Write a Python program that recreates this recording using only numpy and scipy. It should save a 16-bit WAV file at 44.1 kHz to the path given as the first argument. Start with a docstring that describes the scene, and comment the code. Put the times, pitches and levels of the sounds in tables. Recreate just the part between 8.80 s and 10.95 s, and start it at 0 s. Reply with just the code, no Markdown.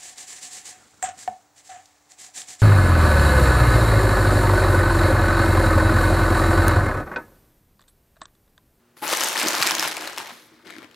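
"""Plastic snack bag grabbed and turned

A plastic snack bag close by, a little to the left: each crease snaps as two resonant noise bursts, a bright
crack and a duller film ring, over dense crackle, rubbing noise and the lumpy noise boom of the air inside.
Noise fizz, narrow-band hoots and decaying sine thumps join in; a softer, darker rustle follows further left.
A small room answers with decaying noise; still air (noise) and a faint hum (sines) lie under all."""
import sys
import numpy as np
from scipy import signal
from scipy.fft import rfft, irfft, next_fast_len
from scipy.io import wavfile
from scipy.ndimage import map_coordinates

SR = 44100
rng = np.random.default_rng(int(sys.argv[2]) if len(sys.argv) > 2 else 0)


def dump(signal):
    """Clip the signal to [-1, 1] and save it as 16-bit WAV at the path in sys.argv[1]."""
    limited = np.clip(np.atleast_2d(signal).T, -1, 1)
    pcm = np.round(limited * 32767).astype(np.int16)
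    wavfile.write(sys.argv[1], SR, pcm)


N = 94815

# handling of the bag, interpolated in time, before film colour:
# time_s, crackle_level_db, treble_over_level_db, boom_over_level_db, left_over_right_db
HANDLING = [(0.163, -77, 1, -8, -2), (0.169, -51.5, 1, -3, 3.5), (0.213, -56.5, 3.5, -5, 3),
            (0.224, -32, -9, -3, 4), (0.309, -29, 5, -16.5, 2), (0.328, -21.5, -1, -27, 2.5),
            (0.36, -31, 5, -11, 0.5), (0.41, -27.5, 3, -13.5, 1), (0.549, -32.5, 4.5, -15.5, 0),
            (0.56, -24.5, -5, -22, 1), (0.58, -28, 4, -6, 1), (0.6, -25.5, 3.5, -26, 1.5),
            (0.65, -24.5, -4.5, -8, -0.5), (0.68, -29.5, 6.5, -9, 4), (0.69, -28.5, 2, -15.5, 0.5),
            (0.81, -27, -0.5, -11.5, 0.5), (0.83, -34, 16, -8, 0), (0.84, -25.5, -2.5, -17, -2),
            (0.945, -29, -3, -12.5, -1), (1.05, -28, -1, -8.5, 0), (1.13, -35.5, 0, -17.5, -0.5),
            (1.21, -34, -3, -9, 2.5), (1.3, -36, -5, -16.5, 0), (1.36, -44, -5, -6.5, 5),
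            (1.385, -35, -2, -12, -1), (1.43, -39.5, -3.5, -10.5, 2.5), (1.513, -38.5, -7.5, -17, 0),
            (1.521, -47.5, 5, -8, 1), (1.66, -55.5, 0.5, -1, 0), (1.84, -55, -12, -4.5, 4.0),
            (1.867, -40, -12, -4.5, 7), (1.94, -48, -3, 0, 3), (2.05, -48, -21, -5, 9),
            (2.065, -55, -9, -9, 5), (2.15, -54.5, -15, -6.5, 6)]
START_S = HANDLING[0][0]
LATE_S = 1.5  # start of the softer rustle


def amp(db):
    """dB to gain."""
    return 10 ** (np.asarray(db) / 20)


def unit(x):
    """Scale to rms 1."""
    return x / np.sqrt(np.mean(x ** 2) + 1e-20)


def along(points, hz):
    """Interpolate (Hz, value) points on a log frequency axis."""
    point_hz, value = np.transpose(points)
    return np.interp(np.log(hz + 1), np.log(point_hz + 1), value)


def sides(pan_db):
    """Left and right gains from left over right in dB."""
    return amp(np.array([pan_db, -pan_db]) / 2)


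def filtered(x, response):
    """Multiply the spectrum of x by a response of frequency, zero-padded by at least half a second."""
    size = next_fast_len(N + SR // 2)
    spectrum = rfft(x, size) * response(np.fft.rfftfreq(size, 1 / SR))
    return irfft(spectrum, size)[..., :N]


def pair(x, gain, alike):
    """Mix two unrelated signals as mid and side into left and right of a given likeness per frequency."""
    def mid_side_gains(hz):
        angle = np.arccos(np.clip(along(alike, hz), -1, 1)) / 2
        return gain(hz) * np.array([np.cos(angle), np.sin(angle)])

    mid, side = filtered(x, mid_side_gains)
    return np.array([mid + side, mid - side])


def rush(spectrum):
    """Stereo Gaussian noise of rms 1 with a given spectrum."""
    # freq_hz, left_right_likeness
    likeness = [(25, .6), (60, 0.99), (300, 0.96), (1000, 0.82), (3000, 1), (8000, 0.64), (13000, 0.79)]
    noise = rng.standard_normal((2, N))
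    return unit(pair(noise, lambda hz: amp(along(spectrum, hz)), likeness))


def gate(start_s, end_s):
    """Linear on and off ramps centred on the two times."""
    fade_s = 0.011
    t = np.arange(N) / SR
    return np.clip(np.minimum(t - start_s, end_s - t) / fade_s + 0.5, 0, 1)


def room_tone():
    """Still air as shaped noise, hum as steady sines."""
    air_level_db = -63.5
    # freq_hz, relative_db_per_hz
    air_spectrum = [(25, -39), (50, -18), (110, -3.5), (250, -13), (450, -11), (700, -15), (1300, -15),
                    (4000, -25.5), (15800, -30)]
    # freq_hz, rms_db
    hum_partials = [(239, -67.5), (360, -71.5)]
    t = np.arange(N) / SR
    hum = 0
    for hz, rms_db in hum_partials:
        hum = hum + amp(rms_db) * np.sqrt(2) * np.sin(2 * np.pi * (hz * t + rng.random()))
    return amp(air_level_db) * rush(air_spectrum) + hum


def hands(s):
    """Level, treble, boom and pan of the handling at times s."""
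    time_s, *columns = np.transpose(HANDLING)
    return [np.interp(s, time_s, column) for column in columns]


def bursts(centre_hz, q, t60_s, broad_gain, size=768):
    """One tick and dying noise per row through its own resonance; rms 1 if packed into 1 ms."""
    tick_db = 14  # over the noise
    after_db, after_t60_s = -19, 0.035  # fainter, longer rattle
    broad_span = 5.1  # upper corner of the unpitched part over the pitch
    t = np.arange(size) / SR
    f = np.fft.rfftfreq(2 * size, 1 / SR)
    c = centre_hz[:, None]
    decay = amp(-60 * t / t60_s) + amp(after_db - 60 * t / after_t60_s)
    puff = rng.standard_normal((len(centre_hz), size)) * decay
    puff[:, :4] = np.sign(puff[:, :1]) * amp(tick_db) * [0, 0, 0, 1]
    damping = 1j * f * c / q
    resonance = damping / (c * c - f * f + damping)
    broad = 1j * f / (c + 1j * f) / (1 + 1j * f / (broad_span * c))
    b = irfft(rfft(puff, 2 * size) * (resonance + broad_gain * broad))[:, :size]
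    return b * np.sqrt(SR / 1000) / np.linalg.norm(b, axis=1, keepdims=True)


def creases(start_s, crack_db, crack_hz, ring_db, ring_hz, pan_db):
    """Each crease gives a crack and a film ring, placed by level and a tiny lag between the sides."""
    crack_q, crack_t60_s, broad_db = 4, 0.004, -13
    ring_q, ring_t60_s = 3.24, 0.0099
    lag_spread_samples = 0.15  # left to right
    crack = amp(crack_db)[:, None] * bursts(crack_hz, crack_q, crack_t60_s, amp(broad_db))
    ring = amp(ring_db)[:, None] * bursts(ring_hz, ring_q, ring_t60_s, 0)
    snap = crack + ring
    size = snap.shape[1]
    lag_samples = lag_spread_samples * rng.standard_normal((len(start_s), 1))
    half_phase = lag_samples * np.fft.rfftfreq(size) * np.pi
    first = np.round(start_s * SR).astype(int)
    at = (first[:, None] + np.arange(size)).ravel()
    out = []
    for sign, gain in zip((1, -1), sides(pan_db)):
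        shifted = irfft(rfft(snap) * np.exp(1j * sign * half_phase)) * gain[:, None]
        out.append(np.bincount(at, shifted.ravel(), N + SR)[:N])
    return np.array(out)


def crackle():
    """Many small creases at uniformly random moments, with levels and pan following the handling."""
    rate_per_s = 1100
    crack_offset_db, ring_offset_db = -3.5, -2.5
    crack_mid_hz, ring_mid_hz, pitch_log_spread = 4720, 1370, 0.54
    pan_spread_db = 3
    count = int(rate_per_s * N / SR)
    start_s = rng.uniform(START_S, N / SR, count)
    z = rng.standard_normal((count, 3))
    density_db = -10 * np.log10(rate_per_s / 1000)  # bursts are rms 1 at 1000 per s
    level_db, treble_db, _, pan_db = hands(start_s)
    pitch = np.exp(pitch_log_spread * np.clip(z, -2, 2))
    crack_db = level_db + treble_db + crack_offset_db + density_db
    ring_db = level_db + ring_offset_db + density_db
    return creases(start_s, crack_db, crack_mid_hz * pitch[:, 0],
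                   ring_db, ring_mid_hz * pitch[:, 1], pan_db + pan_spread_db * z[:, 2])


def rub():
    """Smooth rubbing of the film: shaped noise following the handling, stronger in the later rustle."""
    offset_db, late_boost_db = -10.5, 6
    # freq_hz, relative_db_per_hz
    rub_spectrum = [(240, -58), (400, -4.5), (904, 5), (1010, -0.5), (1230, -2.5), (4480, -2.5),
                    (10600, -22.5), (15800, -48)]
    t = np.arange(N) / SR
    level_db, treble_db, _, pan_db = hands(t)
    gain_db = level_db + offset_db + treble_db / 2 + late_boost_db * (t > LATE_S)
    return (t > START_S) * amp(gain_db) * sides(pan_db) * rush(rub_spectrum)


def boom():
    """Air inside the bag: low noise in random lumps, following the handling."""
    offset_db, lump_spread_db, lumps_per_s = -1.5, 3, 50
    # freq_hz, relative_db_per_hz
    boom_spectrum = [(24, -65), (40, -66), (113, -11.5), (235, 0.5), (340, 5.5), (478, -4.5), (600, -9),
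                     (780, -39), (1320, -120)]
    t = np.arange(N) / SR
    level_db, _, boom_db, _ = hands(t)
    knots = rng.standard_normal(int(N * lumps_per_s / SR) + 4)
    lumps_db = lump_spread_db * map_coordinates(knots, [t * lumps_per_s])
    lumpy = unit(amp(lumps_db) * rush(boom_spectrum))
    return (t > START_S) * amp(level_db + offset_db + boom_db) * lumpy


def fizz():
    """High smooth fizz of the film sliding: gated stereo noise."""
    # start_s, end_s, rms_db
    slides = [(0.167, 0.22, -56.5), (0.222, 0.28, -38), (1.52, 1.675, -62)]
    # freq_hz, relative_db
    fizz_spectrum = [(7000, -28), (10500, 6), (14500, -4), (16000, -13)]
    envelope = sum(amp(db) * gate(start_s, end_s) for start_s, end_s, db in slides)
    return envelope * rush(fizz_spectrum)


def snaps():
    """Loud single crease snaps, each a crack and a film ring."""
    # before film colour, levels as rms in 1 ms:
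    # start_s, crack_db, crack_hz, ring_db, ring_hz, left_over_right_db
    loud_creases = [(0.1688, -61, 2540, -45.5, 1220, 6), (0.2241, -36, 2560, -41, 2240, 2),
                    (0.273, -30, 2540, -22.5, 950, 4), (0.2794, -20.5, 7100, -48, 700, 4),
                    (0.3278, -20, 10440, -17, 1630, 3), (0.3347, -19.5, 4570, -19, 1090, 2),
                    (0.3502, -26, 6750, -22, 2410, 4), (0.3725, -15.5, 7300, -23, 2220, 3.1),
                    (0.3993, -24, 11500, -26, 1490, 2), (0.4081, -15.5, 5900, -22, 1290, 4),
                    (0.4141, -20, 3080, -18.5, 1410, 5), (0.4286, -25, 7460, -23, 1340, 5),
                    (0.4365, -14, 7100, -39, 1550, 6), (0.4445, -14.5, 8000, -25, 910, -2),
                    (0.4735, -21, 6500, -26, 1400, -8), (0.4857, -17, 7800, -30, 1430, 7.5),
                    (0.4993, -29, 3250, -30, 1210, 13), (0.53, -38, 3570, -24.5, 1760, 5),
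                    (0.5575, -45, 2580, -18.5, 1850, 5), (0.5692, -21.5, 3190, -25.5, 870, 13),
                    (0.5776, -18, 4690, -19, 1450, 3), (0.5982, -19, 6640, -28, 1120, -2),
                    (0.6148, -30, 4100, -15, 1940, 0), (0.6305, -16, 7140, -22, 1520, -1),
                    (0.6723, -15, 4500, -21.5, 1080, 4), (0.6781, -21.5, 5800, -21, 1120, -1),
                    (0.6848, -11.5, 7000, -24, 2120, -1.5), (0.7328, -24, 4800, -22, 2190, -2),
                    (0.743, -40, 3380, -17.5, 1370, 3), (0.7516, -15, 5200, -22, 1360, 0),
                    (0.7669, -24, 5529, -23.5, 1160, 5), (0.772, -30, 3400, -21, 1100, -2),
                    (0.7832, -20, 4940, -36, 860, -2), (0.8024, -23, 4800, -22, 1500, 6),
                    (0.815, -19, 2860, -20, 1190, 9), (0.8255, -9.5, 4750, -11.5, 2030, 0),
                    (0.8312, -18.5, 5400, -15.5, 1360, -2), (0.864, -18, 5000, -48, 2150, 2.3),
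                    (0.868, -12.5, 4430, -24, 1910, -2), (0.8731, -12.5, 6000, -18, 2390, 5),
                    (0.8877, -26, 5940, -18.5, 1770, -4), (0.8954, -17, 3040, -18, 2020, 3),
                    (0.9013, -19, 2500, -46, 2070, -9), (0.9096, -12.5, 5730, -15.5, 960, 2.5),
                    (0.9185, -17, 3220, -23.5, 1460, -1), (0.9517, -13.5, 5860, -40, 2200, 2.5),
                    (0.9835, -17.5, 3497, -35, 1080, 0), (0.996, -11.5, 5800, -24, 1650, 1),
                    (1.007, -22.5, 6600, -23, 1950, 6), (1.027, -16.5, 2860, -17.5, 990, 1),
                    (1.0332, -22.5, 5970, -22, 1480, -1), (1.0503, -23.5, 3300, -24, 1550, 5),
                    (1.0764, -20.5, 4610, -22.5, 1140, 6), (1.0829, -20.5, 10700, -27, 1960, 3),
                    (1.1136, -26, 4940, -35, 1850, 8), (1.119, -30, 6030, -24.5, 1500, 2),
                    (1.1247, -32, 2520, -29, 2190, -1), (1.1685, -21.5, 2550, -23.5, 2500, 5),
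                    (1.1738, -34, 3320, -24.5, 684, 2.5), (1.181, -31, 7960, -42, 1520, 2),
                    (1.2106, -29, 5076, -47, 1850, -3), (1.2229, -31.5, 6760, -27, 1470, 3),
                    (1.255, -51, 5680, -39, 1940, -6), (1.2742, -25, 4070, -27.5, 780, 3),
                    (1.2763, -28, 3880, -28.5, 1760, 7), (1.2976, -34, 2540, -31, 1450, 6),
                    (1.332, -33, 5770, -34, 1290, 0), (1.3635, -33, 4570, -40, 1550, 2.1),
                    (1.3768, -23, 3072, -24.5, 910, 2.5), (1.3823, -21.5, 5000, -24, 2160, 2.5),
                    (1.4014, -33.5, 3200, -26.5, 975, 4), (1.408, -40, 3200, -28, 940, 1),
                    (1.4729, -38, 3320, -40, 2020, -2), (1.4775, -37, 3880, -51, 1770, 2),
                    (1.5157, -41, 4380, -38, 920, 1), (1.8574, -69, 3540, -44, 1380, 8),
                    (1.863, -65, 2540, -53, 2020, 6.2), (1.8682, -66, 3570, -49, 1590, 10),
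                    (1.8728, -63, 2540, -41.5, 2110, 12), (1.9005, -60, 2540, -35.5, 1900, 12),
                    (1.9052, -32, 3530, -32, 1340, 4.9), (1.9243, -60, 2540, -38, 2110, 10),
                    (1.938, -54, 2540, -35, 1810, 9), (1.9544, -66, 2540, -38, 2100, 11),
                    (1.9649, -61, 2540, -35.5, 1500, 14), (1.9842, -33, 2450, -44, 505, 7),
                    (1.991, -66, 2540, -41.5, 1550, 12), (2.02, -65, 2543, -38.5, 1260, 10),
                    (2.0297, -35, 2540, -39.5, 520, 3), (2.0385, -61, 2540, -42, 2450, 0),
                    (2.0447, -58, 2540, -38.5, 1930, 14), (2.1128, -44, 3300, -50, 1780, 6),
                    (2.1448, -49, 3660, -45, 2560, -10)]
    return creases(*np.transpose(loud_creases))


def hoots():
    """Hoots of the bag's hollow: gated very narrow noise, the same on both sides."""
    centre_hz, half_width_hz = 845, 18  # half width to 1/e
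    # start_s, length_s, rms_db
    hoot_events = [(0.223, 0.023, -34.5), (0.318, 0.022, -31), (0.445, 0.028, -36)]
    noise = rng.standard_normal(N)
    narrow = unit(filtered(noise, lambda f: np.exp(-((f - centre_hz) / half_width_hz) ** 2)))
    return narrow * sum(amp(db) * gate(s, s + length_s) for s, length_s, db in hoot_events)


def thumps():
    """Dull thumps of the air-filled bag: decaying low sines, the same on both sides."""
    cycles_to_60_db, rise_s, low_cut_hz = 10, 0.002, 110
    # start_s, level_db (before rise, decay and low cut), pitch_hz
    thump_events = [(0.329, -25, 463), (0.411, -22, 385), (0.634, -24, 260), (0.732, -19.5, 367),
                    (0.799, -26.5, 273), (0.803, -28.5, 134), (0.864, -19, 336), (1.054, -32, 154),
                    (1.163, -49, 482), (1.522, -34.5, 233), (1.865, -43, 310), (1.884, -36, 376),
                    (1.917, -44, 320), (1.965, -32, 307), (1.983, -26.5, 287), (2.025, -34, 328),
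                    (2.044, -33, 284)]
    out = np.zeros(N + SR)
    t = np.arange(SR // 10) / SR
    rise = 1 - np.exp(-t / rise_s)
    for start_s, level_db, hz in thump_events:
        envelope = amp(level_db - 60 * t * hz / cycles_to_60_db) * rise
        out[round(start_s * SR):][:len(t)] += envelope * np.sin(2 * np.pi * hz * t)
    return filtered(out[:N], lambda f: (1j * f / (low_cut_hz + 1j * f)) ** 2)


def room(x):
    """Room answer: convolution with noise whose frequencies each die at their own speed."""
    delay_s = 0.003
    # freq_hz, t60_s
    decay_times = [(200, 0.28), (1500, 0.33), (6000, 0.35), (14000, 0.064)]
    # freq_hz, left_right_likeness
    tail_likeness = [(100, 0.53), (400, 0.79), (1500, 0.033), (5000, 0.18), (13000, 0.23)]
    hz, t, z = signal.stft(rng.standard_normal((2, SR // 2)), SR, nperseg=256)
    decay = amp(-60 * t / along(decay_times, hz)[:, None])
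    tail = signal.istft(z * decay, SR, nperseg=256)[1]
    tail = tail / np.linalg.norm(tail[0])
    delayed = np.pad(x.mean(0), (int(delay_s * SR), 0))[None]
    answer = signal.fftconvolve(delayed, tail, axes=1)[:, :N]
    return pair(answer, np.ones_like, tail_likeness)


def scene():
    """Coloured creases, rub and boom, then fizz, hoots and thumps, in the room over the room tone."""
    room_level_db = -9.5
    # radiation of the film: freq_hz, gain_db
    film_colour = [(35, -7), (90, -2), (300, -1), (700, 0.5), (2000, 0.5), (5000, 0), (9000, -1),
                   (13000, -1.5), (16000, -10.5)]
    # extra colour of the later rustle: freq_hz, gain_db
    late_colour = [(400, -0.5), (800, -5), (1300, -2.5), (1650, -2.5), (2200, -1), (2800, -6), (3500, -2),
                   (6000, -4), (12000, -4.5)]
    film = snaps() + crackle() + rub() + boom()
    early = filtered(film, lambda hz: amp(along(film_colour, hz)))
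    late = filtered(early, lambda hz: amp(along(late_colour, hz)))
    bag = np.where(np.arange(N) < LATE_S * SR, early, late)
    bag = bag + fizz() + hoots() + thumps()
    return bag + amp(room_level_db) * room(bag) + room_tone()


def record(dry):
    """Two ports differing in colour, with nothing kept from the band limit up."""
    top_hz = 15900
    # freq_hz, left_over_right_db
    port_colour = [(250, 1), (700, 1), (2500, -0.05), (8000, 1), (13000, -0.8)]
    return filtered(dry, lambda hz: sides(along(port_colour, hz)) * (hz < top_hz))


dry = scene()
out = record(dry)
dump(out)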